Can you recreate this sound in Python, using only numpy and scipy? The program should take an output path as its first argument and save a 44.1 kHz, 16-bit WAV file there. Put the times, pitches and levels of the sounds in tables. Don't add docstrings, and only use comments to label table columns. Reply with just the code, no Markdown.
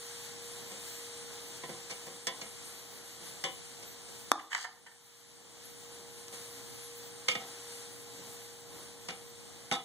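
import sys
import numpy as np
from scipy import signal
from scipy.fft import rfft, irfft, next_fast_len
from scipy.io import wavfile
from scipy.ndimage import uniform_filter1d, minimum_filter1d

SR = 44100
rng = np.random.default_rng(int(sys.argv[2]) if len(sys.argv) > 2 else 0)


def store_pcm(level_fs):
    pcm = np.round(np.clip(level_fs, -1, 1) * 32767).astype(np.int16)
    wavfile.write(sys.argv[1], SR, np.atleast_2d(pcm).T)


N = 433944
TIME = np.arange(N) / SR
PIVOT_HZ = 1600
# (low edge [Hz], high edge [Hz])
HIT_BANDS = [(125, 400), (400, 1000), (1000, 2600), (2600, 5000), (5000, 10000), (10000, 15000)]


def undb(db):
    return 10 ** (np.asarray(db) / 20)


def rms(x):
    return np.sqrt(np.mean(x ** 2))


def noise(size):
    return rng.standard_normal((2, size))


def fade(t, t60):
    return np.exp(-np.log(1000) * t / t60)


def burst(t, rise_s, t60):
    shape = (1 - np.exp(-t / rise_s)) * fade(t, t60)
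    return shape / shape.max()


def colour(x, points):
    hz, db = np.transpose(points)
    gain = undb(np.interp(np.log(np.fft.rfftfreq(x.shape[-1], 1 / SR) + 1), np.log(hz), db))
    return irfft(rfft(x) * gain / rms(gain), x.shape[-1])


def drift(turns_per_s):
    step = int(SR / turns_per_s)
    return uniform_filter1d(np.repeat(rng.standard_normal(N // step + 1), step), step)[:N]


def grit(size, depth_db=4, slips_per_s=600):
    gain = undb(depth_db * drift(slips_per_s)[:size])
    return gain / rms(gain)


def ringing(hz, gains, t60s, blur_hz, t):
    steps = np.sqrt(2 * np.pi * np.abs(blur_hz) / SR) * rng.standard_normal((len(t), len(hz)))
    phase = rng.uniform(0, 2 * np.pi, (2, 1, len(hz))) + np.cumsum(steps, axis=0)
    tones = np.sin(2 * np.pi * hz * t[:, None] + phase) * (gains * fade(t[:, None], t60s))
    return tones.sum(axis=-1) / np.sqrt(np.sum(gains ** 2) / 2)


def add(track, start_s, sound):
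    i = int(start_s * SR)
    track[:, i:i + sound.shape[1]] += sound[:, :N - i]


def frying(start_db=-47.5, drying_db_per_s=-0.5842, rise_s=0.044):
    # (time [s], level [dB], fade time [s])
    flares = [(0, -49, 1.4), (.65, -50.5, 16), (6.3, -49, 7.7), (6.325, -46.5, .14), (7.45, -49.5, 6.5)]
    power = undb(start_db + drying_db_per_s * TIME) ** 2
    for s, db, t60 in flares:
        power += (undb(db) * burst(np.maximum(TIME - s, 0), rise_s, t60)) ** 2
    return np.sqrt(power)


def sizzle(pops_per_s=3000, pop_spread_db=2, pop_db=-9, warble_db_per_octave=5, flutter_db=1):
    # (frequency [Hz], level [dB])
    fat_colour = [(300, -15), (1000, -1), (2000, 0.5), (3200, 1.5), (4000, 2.5), (5500, 1), (7000, 2),
                  (7800, -0.5), (9200, 1.5), (10500, -5), (12000, -5), (13000, -8.5), (15000, -10.5)]
    edges = [7000, 8200, 9400, 10600, 11800, 13000, 14200, 16000]
    sizes = undb(pop_spread_db * np.minimum(rng.exponential(size=N), 4))
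    pops = (rng.random(N) < pops_per_s / SR) * sizes * rng.uniform(-0.98, 1, (2, N))
    fizz = colour(noise(N) + undb(pop_db) * pops / rms(pops), fat_colour)
    size = next_fast_len(N)
    spectrum, hz = rfft(fizz, size), np.fft.rfftfreq(size, 1 / SR)
    for low, high in zip(edges, edges[1:]):
        band = irfft(spectrum * ((hz >= low) & (hz < high)), size)[:, :N]
        warble = undb(warble_db_per_octave * np.log2(low / 6000) * drift(22))
        fizz += band * (warble / rms(warble) - 1)
    return fizz / rms(fizz) * frying() * undb(flutter_db * drift(13))


def fan_air(level_db=-58, flutter_db=2.5):
    # (frequency [Hz], level [dB])
    air_colour = [(30, -27), (70, -5.5), (130, -1.5), (280, 2.5), (420, 1), (600, 0.5), (800, 3.5),
                  (1300, -7), (2000, -8.5), (4000, -8.5), (12000, -18)]
    return colour(noise(N), air_colour) * undb(level_db + flutter_db * drift(6.9))


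def fan_hum(level_db=-56, swell_db=3.5, period_s=7.15, crest_s=7.55, speed_drift=0.0018, waver_db=1.5):
    # (frequency [Hz], relative level [dB])
    tones = [(118.6, -19), (279.8, -20.5), (471.3, -2), (829, -16.5), (942, -31), (1060, -20)]
    fan_time = np.cumsum(1 + speed_drift * drift(5)) / SR
    swell = undb(level_db + swell_db * np.cos(2 * np.pi * (TIME - crest_s) / period_s))
    hum = sum(undb(db + waver_db * drift(6)) * np.sin(2 * np.pi * hz * fan_time) for hz, db in tones)
    return np.sqrt(2) * swell * hum


def yard_rumble(level_db=-62, flutter_db=3.5, middle_db=-10):
    # (frequency [Hz], level [dB])
    rumble_colour = [(25, -24), (50, -11), (80, -2.5), (130, 4.5), (220, -0.5), (400, -2.5), (900, -10),
                     (3000, -68)]
    middle, side = colour(noise(N), rumble_colour) * undb(level_db + flutter_db * drift(6.9))
    return undb(middle_db) * middle + np.array([side, -side])


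def hit_levels(material, db, brightness, clang_db=0, clang_hz=2500, clang_octaves=0.53):
    centres = np.sqrt(np.prod(HIT_BANDS, axis=1))
    hz, dbs = np.transpose(material)
    material_db = np.interp(np.log(centres), np.log(hz), dbs)
    clang = clang_db * np.exp(-0.5 * (np.log2(centres / clang_hz) / clang_octaves) ** 2)
    return db + material_db + brightness * np.log2(centres / PIVOT_HZ) + clang


def grate_ring(t, t60, place):
    # (frequency [Hz], fade time [multiple of the hit's],
    # level when hit in the middle [dB], at the front [dB], at the side [dB], at the back [dB])
    tones = [(172, 2.2, 2, -4, 2, -3), (202, 2.2, -11, -11, 9, 0), (254.6, 2.2, -4, -10, 2, 1),
             (348.5, 2.5, -1, -0.5, -19, -2), (502, 1.7, 5.5, 9, 8.5, 7.5), (542, 2.1, -21, 10, -10, -9),
             (684, 1.9, 1, -7, -8, 11), (768, 2.7, -2, 8, -14, 10), (802, 2, -7, -3, -8, 5.5),
             (1002, 2, 3, 0, -5, -7), (1035, 2.3, 0, -2, -16, -12), (1105, 2, -10, -1, -13, -10),
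             (1255, 2.2, -20, -14, 5.5, -10), (1298, 1.7, -5, -11, 4, 0.5), (1747, 1.5, -1, -2, -8, -17),
             (1875, 1.6, 5, -2, 3, -18), (2002, 1.7, 1, 2, -11, -6), (2138, 1.7, -3, 4, 15, -8),
             (2233, 1.7, 4, 1, 14, -16), (2310, 1.4, -14, -3, 12, -10), (2384, 1.8, -12, 1, 14, -7),
             (2755, 1.4, 4, -20, 10, -12), (2893, 1.6, -6, 0.5, 14, 3), (2993, 2.4, 4, 9.5, 9, -5),
             (3180, 2, -3, 8, 9, -12), (3338, 1.4, 11, 4, 3, 9), (3455, 1.5, 10, 12, 12, 10),
             (3490, 2, -2, 7, 5, 5), (3660, 1.8, 4, 5, 9.5, 4), (3737, 1.7, -14, -2, -6, 7),
             (3895, 1.5, -16, 0, -1, 5), (4700, 1.2, -5, -11, 4, -5), (4870, 1.3, 0, -6, -3, -5)]
    hz, stretch, *spots = np.transpose(tones)
    place = np.clip(place, 0, len(spots) - 1)
    gains = sum(undb(db) * max(0, 1 - abs(place - k)) for k, db in enumerate(spots))
    return ringing(hz, gains, t60 * stretch, blur_hz=7 + 0.0042 * hz, t=t)


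def grate_hit(band_dbs, rise_ms, t60, place, ring_db, crack_db, tick_db=14):
    # (frequency [Hz], level [dB])
    rattle_colour = [(150, 11), (1000, 1.5), (2000, 9), (2600, 6), (3300, 8), (4000, 9.5),
                     (5500, 9), (8000, 0.5), (14000, -12)]
    t = TIME[:SR // 3]
    ring = undb(ring_db) * grate_ring(t, t60, place)
    rattle = colour(noise(len(t)), rattle_colour) * grit(len(t))
    crack = undb(crack_db) * rattle * fade(t, t60=0.0081)
    tick = undb(tick_db) * noise(len(t)) * fade(t, t60=0.0025)
    attack = 1 - np.exp(-t * 1000 / rise_ms)
    out = 0
    for edges, db in zip(HIT_BANDS, band_dbs):
        rattle_t60 = t60 * (1000 / np.mean(edges)) ** 0.17
        hit = attack * (tick + crack + ring + rattle * fade(t, rattle_t60))
        band = signal.sosfilt(signal.butter(4, edges, "band", fs=SR, output="sos"), hit)
        out += undb(db) * band / rms(band[:, :int(0.04 * SR)])
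    return out


def meat_flops():
    # (time [s], level [dB], brightness [dB per octave], place [as in grate_ring])
    flops = [(0.715, -55, 1.5, 1.7), (1.690, -50.5, -0.4, 0.4), (2.068, -53.5, 1, 0.74),
             (3.215, -66, -1, -2.5), (6.325, -57, 1.5, 1.4), (8.19, -71.5, -4, 1.6)]
    # (frequency [Hz], level [dB])
    meat_colour = [(220, 0.5), (630, 1), (1600, -2), (3600, -9), (7000, -7), (12000, -18)]
    out = np.zeros((2, N))
    for s, db, brightness, place in flops:
        levels = hit_levels(meat_colour, db, brightness)
        add(out, s, grate_hit(levels, rise_ms=0.78, t60=0.19, place=place, ring_db=-1, crack_db=-4))
    return out


def tong_taps():
    # (time [s], level [dB], brightness [dB per octave], clang [dB], ring over rattle [dB],
    # rise [ms], fade time [s], place [as in grate_ring], crack over rattle [dB])
    taps = [(1.634, -50, -3.5, 0, 6, 1.8, .085, 0, 0), (1.893, -49.5, -0.5, -5, -6, 12, 0.14, 2.5, 2),
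            (1.903, -47.5, 1.5, -8, -2, 7, 0.097, 2, 3), (2.269, -37.5, 1.3, -6, 8, 0.33, 0.12, 0, 10),
            (2.413, -50.5, -2, 0.5, -1, 1, 0.19, 2.5, 3), (3.4395, -38, -0.2, -1.5, 8, 0.15, 0.14, 1, 9),
            (3.827, -60, 3, -5, 0, 2.4, 0.046, 2.5, 3), (6.282, -63, 4.5, -8, 3, 0.23, .015, -2, -2),
            (7.2822, -36.8, 0.5, 7.5, 2, 3.5, 0.055, 2, 4), (7.297, -47, 2, 8, 4, 6.5, 0.13, 2, 3),
            (7.313, -47.5, 0, 8, 2, 1.2, 0.079, 2, 3), (7.3505, -43.5, -2.5, 5, 2.5, 1, 0.12, 2.5, 2),
            (7.403, -52, -1, -5, 1, 2, 0.27, 3, 3), (9.085, -44, -0.8, -1.5, -3.5, 1.9, 0.15, 2.5, 5),
            (9.7133, -38, -3, 4, 2, 0.55, 0.13, 3, 3), (9.7195, -40, 0.2, -0.5, 6, 1.3, 0.15, 3, 1),
            (9.728, -43.5, 0.5, 2.5, 10, 2.1, 0.16, 3, 0)]
    # (frequency [Hz], level [dB])
    steel_colour = [(220, -13.5), (630, -6), (1600, 0.5), (3600, -1), (7000, -3), (12000, -23)]
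    out = np.zeros((2, N))
    for s, db, brightness, clang_db, ring_db, rise_ms, t60, place, crack_db in taps:
        levels = hit_levels(steel_colour, db, brightness, clang_db)
        add(out, s, grate_hit(levels, rise_ms, t60, place, ring_db, crack_db))
    return out


def tong_pings(rise_s=0.00062, blur_hz=30):
    # (frequency [Hz], relative level [dB])
    arm_tones = [(4350, 2.5), (5760, -1), (6660, 0), (7040, -12)]
    # (time [s], level [dB], fade time [s])
    touches = [(1.906, -44, .08), (2.27, -39, .04), (2.413, -39.5, 0.07), (3.44, -42, .06),
               (7.284, -37, .07)]
    out, t = np.zeros((2, N)), TIME[:SR // 3]
    hz, dbs = np.transpose(arm_tones)
    attack = 1 - np.exp(-t / rise_s)
    for s, db, t60 in touches:
        add(out, s, undb(db) * attack * ringing(hz, undb(dbs), t60, blur_hz, t))
    return out


def tray_snap(start_s=4.3172, rise_s=0.00004, crack_db=-17.5, crack_t60=0.0074):
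    # (frequency [Hz], level [dB], fade time [s])
    tones = [(326, -17.5, 0.025), (830, -21.5, 0.044), (1204, -4.5, 0.016), (1670, -13, 0.0081),
             (2330, -20, 0.01), (3520, -13, 0.0093), (4330, -20, 0.009), (5260, -19, 0.0086),
             (5800, -19.5, 0.0092), (6700, -29, 0.0049), (7980, -22, 0.008), (9340, -19, 0.018),
             (11500, -22.5, 0.01)]
    # (frequency [Hz], level [dB])
    crack_colour = [(2000, -23), (3500, 0), (4500, 2), (6000, -1), (8000, 3), (10000, -6), (15000, -14)]
    out, t = np.zeros((2, N)), TIME[:SR // 2]
    ring = sum(undb(db) * np.exp(2j * np.pi * hz * t) * fade(t, t60) for hz, db, t60 in tones)
    ring *= 1 - np.exp(-t / rise_s)
    add(out, start_s, -np.array([ring.imag, ring.real]))
    add(out, start_s, undb(crack_db) * colour(noise(len(t)), crack_colour) * fade(t, crack_t60))
    return signal.sosfilt(signal.butter(4, 250, "high", fs=SR, output="sos"), out)


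def rubbing(body_gain, hiss_gain, brightness):
    # (frequency [Hz], level [dB])
    tray_colour = [(50, -65), (150, -38), (550, -21), (780, -5.5), (1050, -3.5), (1320, -6), (1780, 5.5),
                   (2100, 2.5), (2550, -15), (2950, -3), (3400, -20), (5000, -33), (15000, -48)]
    # (frequency [Hz], level [dB])
    hiss_colour = [(1500, -18), (3200, 10), (4200, 6), (4800, 13), (5300, 7), (7400, 8.5), (8800, 2),
                   (10500, -9), (15000, -13)]
    size = len(body_gain)
    tilted = [(hz, db + brightness * np.log2(hz / PIVOT_HZ)) for hz, db in tray_colour]
    body = colour(noise(size), tilted)
    hiss = colour(noise(size), hiss_colour) * grit(size)
    return body_gain * body + hiss_gain * hiss


def tray_catches(rise_share=0.12, hiss_db=-12.5):
    # (time [s], level [dB], fade time [s], brightness [dB per octave])
    catches = [(4.385, -38.5, 0.074, 7), (4.5185, -27, 0.0097, 2), (4.5287, -18, 0.019, 3),
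               (4.5477, -13, 0.014, -0.5), (4.556, -31, 0.049, 4), (4.578, -30, .012, 5),
               (4.641, -27, 0.043, -3.5), (4.861, -37.5, 0.054, 0.5), (4.913, -46, 0.032, -4)]
    out, t = np.zeros((2, N)), TIME[:SR // 2]
    for s, db, t60, brightness in catches:
        grip = undb(db) * burst(t, rise_share * t60, 2 * t60) ** 2
        add(out, s, rubbing(grip, undb(hiss_db) * grip, brightness))
    return out


def tray_slide(start_s=4.497, rise_s=0.013, length_s=0.15, body_db=-31.5, hiss_db=-37.5):
    out, t = np.zeros((2, N)), TIME[:SR // 2]
    moving = (1 - np.exp(-t / rise_s)) ** 2 * fade(np.maximum(t - length_s, 0), t60=0.05)
    scrape = rubbing(undb(body_db) * burst(t, rise_s, t60=0.4), undb(hiss_db), brightness=0)
    add(out, start_s, moving * (scrape + edge_whistle(t)))
    return out


def edge_whistle(t, level_db=-32.5, start_hz=7150, climb_hz_per_s=10000, blur_hz=480, t60=0.46):
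    wander = np.sqrt(2 * np.pi * blur_hz / SR) * noise(len(t))
    phase = np.cumsum(2 * np.pi * (start_hz + climb_hz_per_s * t) / SR + wander, axis=1)
    return undb(level_db) * np.sin(phase) * fade(t, t60) * grit(len(t))


def with_echo(sound, early_db=-12, early_t60=0.072, late_db=-10, late_t60=0.41, rise_s=0.00076):
    # (frequency [Hz], level [dB])
    tail_colour = [(100, -22), (300, 2), (540, 1), (800, 6.5), (1200, 0), (2000, -2.5), (3600, 1),
                   (5000, 1.5), (9000, -11), (15000, -29)]
    t = TIME[:SR // 2]
    early_fade, late_fade = fade(t, early_t60), fade(t, late_t60)
    early = undb(early_db) * noise(len(t)) * early_fade / np.linalg.norm(early_fade)
    late = undb(late_db) * colour(noise(len(t)), tail_colour) * late_fade / np.linalg.norm(late_fade)
    echoes = (early + late) * (1 - np.exp(-t / rise_s))
    return sound + signal.fftconvolve(sound[:1], echoes, axes=1)[:, :N]


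def microphones(pair, balance, widest_deg=None):
    # (frequency [Hz], angle [degrees: 0 all middle, 90 all side])
    width = [(300, 20.5), (700, 12.4), (1280, 0.98), (1950, 34.6), (2450, 82.7), (2660, 91), (3200, 30),
             (3820, 9.7), (4450, 45), (5000, 81), (5220, 87), (5750, 45.5), (6450, 16), (7400, 39),
             (8200, 18), (14000, 45.5)]
    hz = np.fft.rfftfreq(N, 1 / SR)
    angle = np.radians(np.clip(np.interp(hz, *np.transpose(width)), 0, widest_deg))
    middle, side = rfft(pair) * np.array([np.cos(angle), np.sin(angle)])
    left_gain = undb(np.interp(hz, *np.transpose(balance)) / 2)
    return irfft(np.array([(middle + side) * left_gain, (middle - side) / left_gain]), N)


def scene():
    # (frequency [Hz], left minus right [dB])
    steady_balance = [(1400, -1), (2000, -0.5), (3200, 1.5), (4500, 0), (8000, 3), (14000, 0)]
    # (frequency [Hz], left minus right [dB])
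    knock_balance = [(700, .5), (1400, -1.5), (1950, -5), (2600, 1.5), (3500, -0.5), (6000, 2), (12000, -1)]
    steady = microphones(sizzle() + fan_air(), steady_balance)
    grill = tong_taps() + meat_flops() + tong_pings()
    tray = with_echo(tray_snap() + tray_catches() + tray_slide())
    knocks = microphones(grill + tray, knock_balance, widest_deg=76)
    return steady + knocks + yard_rumble() + fan_hum()


def gain_control(x, threshold_db=-10, hold_s=0.6, release_db_per_s=11, attack_s=0.00083):
    peak_db = 20 * np.log10(np.abs(x).max(axis=0) + 1e-9)
    over_db = np.maximum(peak_db - threshold_db, 0)
    half = int(hold_s * SR / 2)
    held_db = -minimum_filter1d(-over_db, 2 * half + 1, origin=half, mode="constant")
    recovery_db = release_db_per_s * TIME
    cut_db = np.maximum.accumulate(held_db + recovery_db) - recovery_db
    smoothing = np.exp(-1 / (attack_s * SR))
    return x * undb(-signal.lfilter([1 - smoothing], [1, -smoothing], cut_db))


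def record(dry, ceiling=0.85, top_hz=15500):
    clipped = np.clip(gain_control(dry), -ceiling, ceiling)
    return signal.sosfilt(signal.ellip(10, 0.2, 80, top_hz, fs=SR, output="sos"), clipped)


dry = scene()
out = record(dry)
store_pcm(out)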